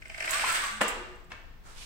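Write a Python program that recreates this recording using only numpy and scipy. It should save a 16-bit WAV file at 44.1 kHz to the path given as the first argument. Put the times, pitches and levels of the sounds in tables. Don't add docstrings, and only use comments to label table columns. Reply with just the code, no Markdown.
import sys
import numpy as np
from scipy import signal
from scipy.fft import rfft, irfft, next_fast_len
from scipy.io import wavfile
from scipy.ndimage import map_coordinates

SR = 44100
rng = np.random.default_rng(int(sys.argv[2]) if len(sys.argv) > 2 else 0)


def gain_from_decibels(decibels):
    exponent = np.asarray(decibels, float) / 20
    return 10 ** exponent


def transcribe(u):
    v = np.clip(np.atleast_2d(u).T, -1, 1)
    q = np.round(v * 32767).astype(np.int16)
    wavfile.write(sys.argv[1], SR, q)


N = 81585

# pitch_hz, density_db
HUSH_COLOUR = [(10, -17.5), (20, 5), (45, -5.5), (160, -19.5), (430, -28), (2000, -34.5), (5000, -42.5),
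               (10000, -56), (13500, -48.5), (15800, -43)]
# pitch_hz, likeness_0_to_1
HUSH_ALIKE = [(30, 0.16), (70, 0.51), (140, 0.5), (500, 0.42), (1500, 0.041)]
# pitch_hz, lean_db
HUSH_LEAN = [(30, 3.5), (70, 3.5), (300, -1.5), (2000, 0), (8000, -2), (15000, 1)]

# start_s, level_db
SPIN_EFFORT = [(0, -67), (.014, -55.5), (.02, -64.5), (.12, -55), (.2, -46), (.29, -37.5), (.33, -33.5),
               (.39, -35), (.42, -36), (.46, -32), (.5, -31), (.56, -34), (.63, -35.5), (.72, -36.5)]
# pitch_hz, density_db
RATTLE_COLOUR = [(200, -26.5), (450, -24), (700, -18.5), (1500, -4.5), (2300, -8.5), (4300, -15.5),
                 (6800, -20.5), (8200, -11.5), (10000, -25.5), (15800, -30.5)]

# pitch_hz, t60_s
ROOM_DECAY = [(150, 0.9), (350, 0.87), (550, 0.87), (2000, 0.78), (6000, 0.72), (12000, 0.43)]
# pitch_hz, likeness_0_to_1
ROOM_ALIKE = [(100, 1), (300, 0.8), (600, 0.64), (1200, 0.004)]

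# start_s, peak_db, t60_s
BEAD_TICKS = [(.0144, -68, 0.03), (0.081, -46, 0.025), (0.0965, -49.5, 0.028), (.14, -61, 0.023),
              (0.177, -45.5, 0.019), (.2055, -46, 0.03), (.223, -41, 0.026), (0.2402, -39, 0.03),
              (.258, -40, 0.026), (.28, -48, 0.022), (0.3068, -22.5, 0.087), (.36, -40, .03),
              (.394, -37, 0.027), (.445, -37, .02), (0.462, -34.5, 0.035), (0.486, -30, .04),
              (.498, -30, .02), (0.522, -28, 0.063), (0.548, -28, 0.022), (.615, -40, .02),
              (0.812, -29.5, 0.15), (0.88, -30, 0.13), (1.156, -59, 0.049), (1.2, -63, .04),
              (1.2426, -60, 0.052), (1.298, -61.5, 0.12), (1.317, -74, 0.053)]
# pitch_hz, density_db
BEAD_COLOUR = [(3000, -36), (5600, -20), (6800, -9), (7800, -2), (8700, -6), (10000, -16), (12500, -18),
               (15800, -21)]

# start_s, peak_db
PAWL_CATCHES = [(0.0224, -30.5), (0.0571, -29.5), (0.0992, -24.5), (0.1464, -25), (0.181, -23),
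                (0.2059, -15.5), (0.2254, -17.5), (0.2445, -17.5), (0.2614, -26), (0.2775, -15.5),
                (.288, -26), (.301, -27), (.319, -22.5), (.332, -25), (.345, -30), (0.358, -19.5),
                (0.3722, -17.5), (.384, -31), (0.396, -16.5), (.419, -19), (.4465, -17.5), (0.465, -20),
                (.479, -26), (.492, -31), (.502, -22), (.523, -31), (.548, -29), (0.575, -21.5), (.6, -39),
                (.622, -33), (.646, -29)]
CHATTER_DB = [-14, -6.5, -2, -10.5]
# pitch_hz, width_hz, level_db
BRACKET_MODES = [(358, 30, -14), (655, 45, -2), (1550, 70, 0), (1800, 110, -3), (2120, 150, 3),
                 (2550, 400, -4), (3080, 200, -8), (5040, 600, -14), (8300, 1500, -21)]

# start_s, peak_db, crack_t60_s, ring_db
BAR_KNOCKS = [
    (0.8079, -18.5, 0.013, -17.5),
    (0.8121, -14.5, 0.024, -10.5),
    (0.8144, -26.5, 0.094, -19),
    (1.303, -48.5, .15, -30),
    (1.3167, -37, 0.052, -17),
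    (1.3188, -34, 0.007, -30),
]
# pitch_hz, level_db, t60_s
BAR_MODES = [(213.4, -7.5, 0.13), (314.2, -6.5, 0.12), (461.6, -10, 0.11), (541, -2.5, 0.09),
             (608, 2.5, 0.11), (712, -2.5, 0.069), (974, -15, 0.03), (1270, -12, 0.13), (1534, -5, 0.16),
             (1760, 8.5, 0.011), (1945, -6, 0.13), (2550, -10, .05), (2805, 2, 0.041)]
# pitch_hz, density_db
BLOW_COLOUR = [(70, -48), (190, -11), (380, -14), (600, -7), (1200, -2.5), (2000, -4.5), (2900, -8.5),
               (4500, -18.5), (8300, -24.5), (15800, -58)]
# start_s, pitch_hz, level_db, t60_s
SINGLE_RINGS = [(1.33, 1790, -49, 0.12), (1.35, 1600, -48.5, 0.23), (0.52, 220, -50, 0.1),
                (0.58, 225, -51, 0.21), (.712, 212, -47.5, 0.38), (.245, 320, -47.5, 0.19),
                (0.97, 361, -37.5, .3), (.811, 196, -43, 0.079), (.82, 480, -36, 0.46),
                (.83, 1200, -39.5, 0.77)]
# start_s, pitch_hz, level_db, t60_s
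FRAME_TAPS = [(.4368, 860, -14.5, 0.017), (.4405, 1039, -18.5, 0.047), (.443, 1270, -21, 0.03),
              (.4368, 666, -38, 0.026), (.812, 522, -19, 0.046), (.8125, 2780, -17.5, 0.028),
              (.816, 1760, -20, 0.046), (.819, 962, -24, 0.031), (1.306, 2710, -45, .05),
              (1.3165, 1760, -38.5, .05), (1.3175, 2203, -38.5, 0.042), (1.3175, 2665, -37.5, 0.034),
              (1.3175, 3150, -41, 0.022), (1.321, 1034, -44.5, 0.068), (1.318, 4220, -54, .05)]

# start_s, pitch_hz, level_db
GEAR_WHINE = [(.29, 1000, -50), (.36, 1160, -36), (.43, 1290, -52), (.475, 1395, -38), (.505, 1335, -31),
              (.54, 1320, -50), (.575, 1285, -32), (.612, 1230, -50), (.64, 1150, -32), (.68, 1020, -52)]

# start_s, level_db
RUSTLE = [
    (1.6, -74),
    (1.636, -73),
    (1.666, -58),
    (1.764, -55),
    (1.816, -52),
    (1.85, -52.5),
]
# pitch_hz, density_db
CLOTH_DULL = [(180, -35), (300, -13), (1450, -2), (2350, -12), (2550, -14.5), (8410, -15.5), (15800, -37)]
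# pitch_hz, density_db
CLOTH_BRIGHT = [(180, -55), (300, -43), (411, -14), (942, -9), (1710, -11), (2550, -3), (9140, -11),
                (15800, -32)]

# pitch_hz, likeness_0_to_1
NEAR_ALIKE = [(300, 0.96), (1000, 0.12), (3000, 0.31), (8000, 0.5)]
# pitch_hz, lean_db
SCENE_LEAN = [(200, -0.5), (2400, 1.5), (4400, -3.5), (6000, -17), (8100, -28), (10500, -30.5),
              (12500, -6.5), (15500, -2.5)]


def unit(x):
    return x / np.sqrt(np.mean(x ** 2) + 1e-20)


def along(points, hz):
    f, v = np.transpose(points)
    return np.interp(np.log(hz + 1), np.log(f + 1), v)


def curves(rows):
    s, *cols = np.transpose(rows)
    return [np.interp(np.arange(N) / SR, s, c) for c in cols]


def wobble(rate):
    knots = rng.standard_normal(int(N * rate / SR) + 4)
    return map_coordinates(knots, [np.arange(N) * rate / SR])


def filtered(x, response):
    m = 2 * next_fast_len(N // 2 + SR // 4)
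    return irfft(rfft(x, m) * response(np.fft.rfftfreq(m, 1 / SR)), m)[..., :N]


def causal(gain):
    cepstrum = irfft(np.log(gain + 1e-6))
    half = cepstrum.shape[-1] // 2
    fold = np.concatenate([[1], 2 * np.ones(half - 1), [1], np.zeros(half - 1)])
    return np.exp(rfft(cepstrum * fold))


def coloured(x, spectrum):
    return filtered(x, lambda hz: causal(unit(gain_from_decibels(along(spectrum, hz)))))


def paired(pair, alike):
    def mix(hz):
        turn = np.arccos(np.clip(along(alike, hz), -1, 1)) / 2
        return np.array([np.cos(turn), np.sin(turn)])
    mid, side = filtered(pair, mix)
    return np.array([mid + side, mid - side])


def leaning(x, lean):
    def sides(hz):
        right = 1 / (1 + gain_from_decibels(2 * along(lean, hz)))
        return causal(np.sqrt(2 * np.array([1 - right, right])))
    return filtered(x, sides)


def near_noise():
    return paired(rng.standard_normal((2, N)), NEAR_ALIKE)


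def strike(start_s, db, t60, rise_s):
    age = np.maximum(np.arange(N) / SR - start_s, 0)
    return gain_from_decibels(db - 60 * age / t60) * (1 - np.exp(-age / rise_s))


def bursts(rows, rise_s):
    return near_noise() * sum(strike(s, db, t60, rise_s) for s, db, t60 in rows)


def rings(rows, rise_s):
    age = lambda s: np.maximum(np.arange(N) / SR - s, 0)
    return sum(strike(s, db, t60, rise_s) * np.sin(2 * np.pi * hz * age(s)) for s, hz, db, t60 in rows)


def hush():
    pair = coloured(paired(rng.standard_normal((2, N)), HUSH_ALIKE), HUSH_COLOUR)
    return gain_from_decibels(-49) * leaning(pair, HUSH_LEAN)


def roller():
    grains_per_s, spread_db, flutter_db, stop_s = 1100, 12, 3, 0.68
    effort_db, = curves(SPIN_EFFORT)
    draw = rng.random((2, N))
    grains = (draw[0] < grains_per_s / SR) * gain_from_decibels(spread_db * 2 * draw[1])
    grains = unit(unit(grains) + 1.21 * near_noise())
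    running = 1 / (1 + np.exp(np.clip((np.arange(N) / SR - stop_s) / 0.037, -50, 50)))
    rattle = coloured(grains * gain_from_decibels(flutter_db * wobble(70.43)), RATTLE_COLOUR)
    return rattle * gain_from_decibels(effort_db - 1) * running


def room(x):
    delay_s, stretch_s = 0.004, 0.11
    step = round(stretch_s * SR)
    wet = np.zeros((2, N + 3 * SR))
    late = np.pad(x, (round(delay_s * SR) + step, 2 * step))
    for k in range(0, N + step, step):
        hz, t, z = signal.stft(rng.standard_normal((2, SR * 3 // 4)), SR, nperseg=256)
        decay = gain_from_decibels(-60 * t / along(ROOM_DECAY, hz)[:, None])
        tail = signal.istft(z * decay, SR, nperseg=256)[1]
        stretch = late[k:k + 2 * step] * np.hanning(2 * step)
        piece = signal.fftconvolve(stretch[None], tail / np.linalg.norm(tail[0]), axes=1)
        wet[:, k:k + piece.shape[1]] += piece
    return paired(wet[:, step:step + N], ROOM_ALIKE)


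def chain():
    ticks = [(s, db - 2.5, t60) for s, db, t60 in BEAD_TICKS]
    return coloured(bursts(ticks, rise_s=1 / 2500), BEAD_COLOUR)


def bracket(f):
    soft_hz = 8300
    body = 0
    for k, (centre, width, db) in enumerate(BRACKET_MODES):
        damping = 1j * f * width
        body = body + (-1) ** k * gain_from_decibels(db) * damping / (centre * centre - f * f + damping)
    return body / (1 + 1j * f / soft_hz) ** 2


def pawl():
    spacing_s = 0.0022
    blows, t = np.zeros(N), np.arange(N) / SR
    count = len(CHATTER_DB)
    draw = rng.random((len(PAWL_CATCHES), count, 2))
    for (s, db), row in zip(PAWL_CATCHES, draw):
        at = s + spacing_s * (np.arange(count) - 1.5 + 0.71 * row[:, 0])
        blows[np.round(at * SR).astype(int)] = gain_from_decibels(db + np.array(CHATTER_DB) + 3.3 * row[:, 1])
    puffs = sum(gain_from_decibels(db) * np.exp(-((t - s) / 0.0038) ** 2) for s, db in PAWL_CATCHES)
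    grit = gain_from_decibels(-17) * near_noise() * puffs
    return gain_from_decibels(19) * filtered(blows + grit, bracket)


def bar():
    crack = coloured(bursts([k[:3] for k in BAR_KNOCKS], 0.00087), BLOW_COLOUR)
    modes = []
    for s, db, _, ring_db in BAR_KNOCKS:
        modes += [(s, hz, db + ring_db + level, t60) for hz, level, t60 in BAR_MODES]
    settling = rings(SINGLE_RINGS, 0.0063) * gain_from_decibels(3.3 * wobble(39.95))
    ring = rings(modes, 0.0025) + settling + rings(FRAME_TAPS, 0.0019)
    unsent_s = [BAR_KNOCKS[k][0] for k in (0, 2, 3, 5)]
    blows = np.zeros(N)
    for s, db, *_ in BAR_KNOCKS:
        blows[round(s * SR)] = gain_from_decibels(db + 20) * (s not in unsent_s)
    return crack + ring, coloured(blows, BLOW_COLOUR) + gain_from_decibels(-6) * ring


def gear():
    jitter_hz, flutter_db, overtone_db = 12, 2.2, -12
    hz, whine_db = curves(GEAR_WHINE)
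    turn = 2 * np.pi * np.cumsum(hz + jitter_hz * wobble(89.7)) / SR
    first_s, last_s = GEAR_WHINE[0][0], GEAR_WHINE[-1][0]
    on = np.interp(np.arange(N) / SR, [first_s - .04, first_s, last_s, last_s + 0.063], [0, 1, 1, 0])
    tone = np.sin(turn) + gain_from_decibels(overtone_db) * (np.sin(1.3 * turn) + np.sin(2 * turn))
    return on * gain_from_decibels(whine_db + flutter_db * wobble(79.5)) * tone


def cloth():
    bright_from_s, bright_at_s = 1.676, 1.822
    level_db, = curves(RUSTLE)
    t = np.arange(N) / SR
    bright = np.clip((t - bright_from_s) / (bright_at_s - bright_from_s), 0, 1)
    dull = coloured(rng.standard_normal((2, N)), CLOTH_DULL)
    crisp = coloured(rng.standard_normal((2, N)), CLOTH_BRIGHT)
    start = np.clip((t - RUSTLE[0][0]) / 0.039, 0, 1)
    swell = start * gain_from_decibels(level_db + 5.5 + 1.25 * wobble(40.46))
    return swell * ((1 - bright) * dull + bright * crisp)


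def scene():
    left_lag_s = np.array([[0.00033], [0]])
    spin, ticks, clicks, whine = roller(), chain(), pawl(), gear()
    hits, blows = bar()
    from_right = filtered(clicks + spin, lambda hz: np.exp(-2j * np.pi * hz * left_lag_s))
    direct = from_right + whine + hits + ticks
    sent = gain_from_decibels(-4) * clicks[1] + gain_from_decibels(-1) * spin[1] + gain_from_decibels(-6) * whine + blows + gain_from_decibels(-11.5) * ticks[1]
    heard = direct + gain_from_decibels(2.5) * room(sent) + cloth()
    return leaning(heard, SCENE_LEAN) + hush()


def band_limit(x):
    return signal.sosfilt(signal.butter(12, 16470, fs=SR, output="sos"), x)


def record(dry):
    top_hz = 15780
    mix = filtered(dry, lambda hz: hz < top_hz)
    return band_limit(mix)


dry = scene()
out = record(dry)
transcribe(out)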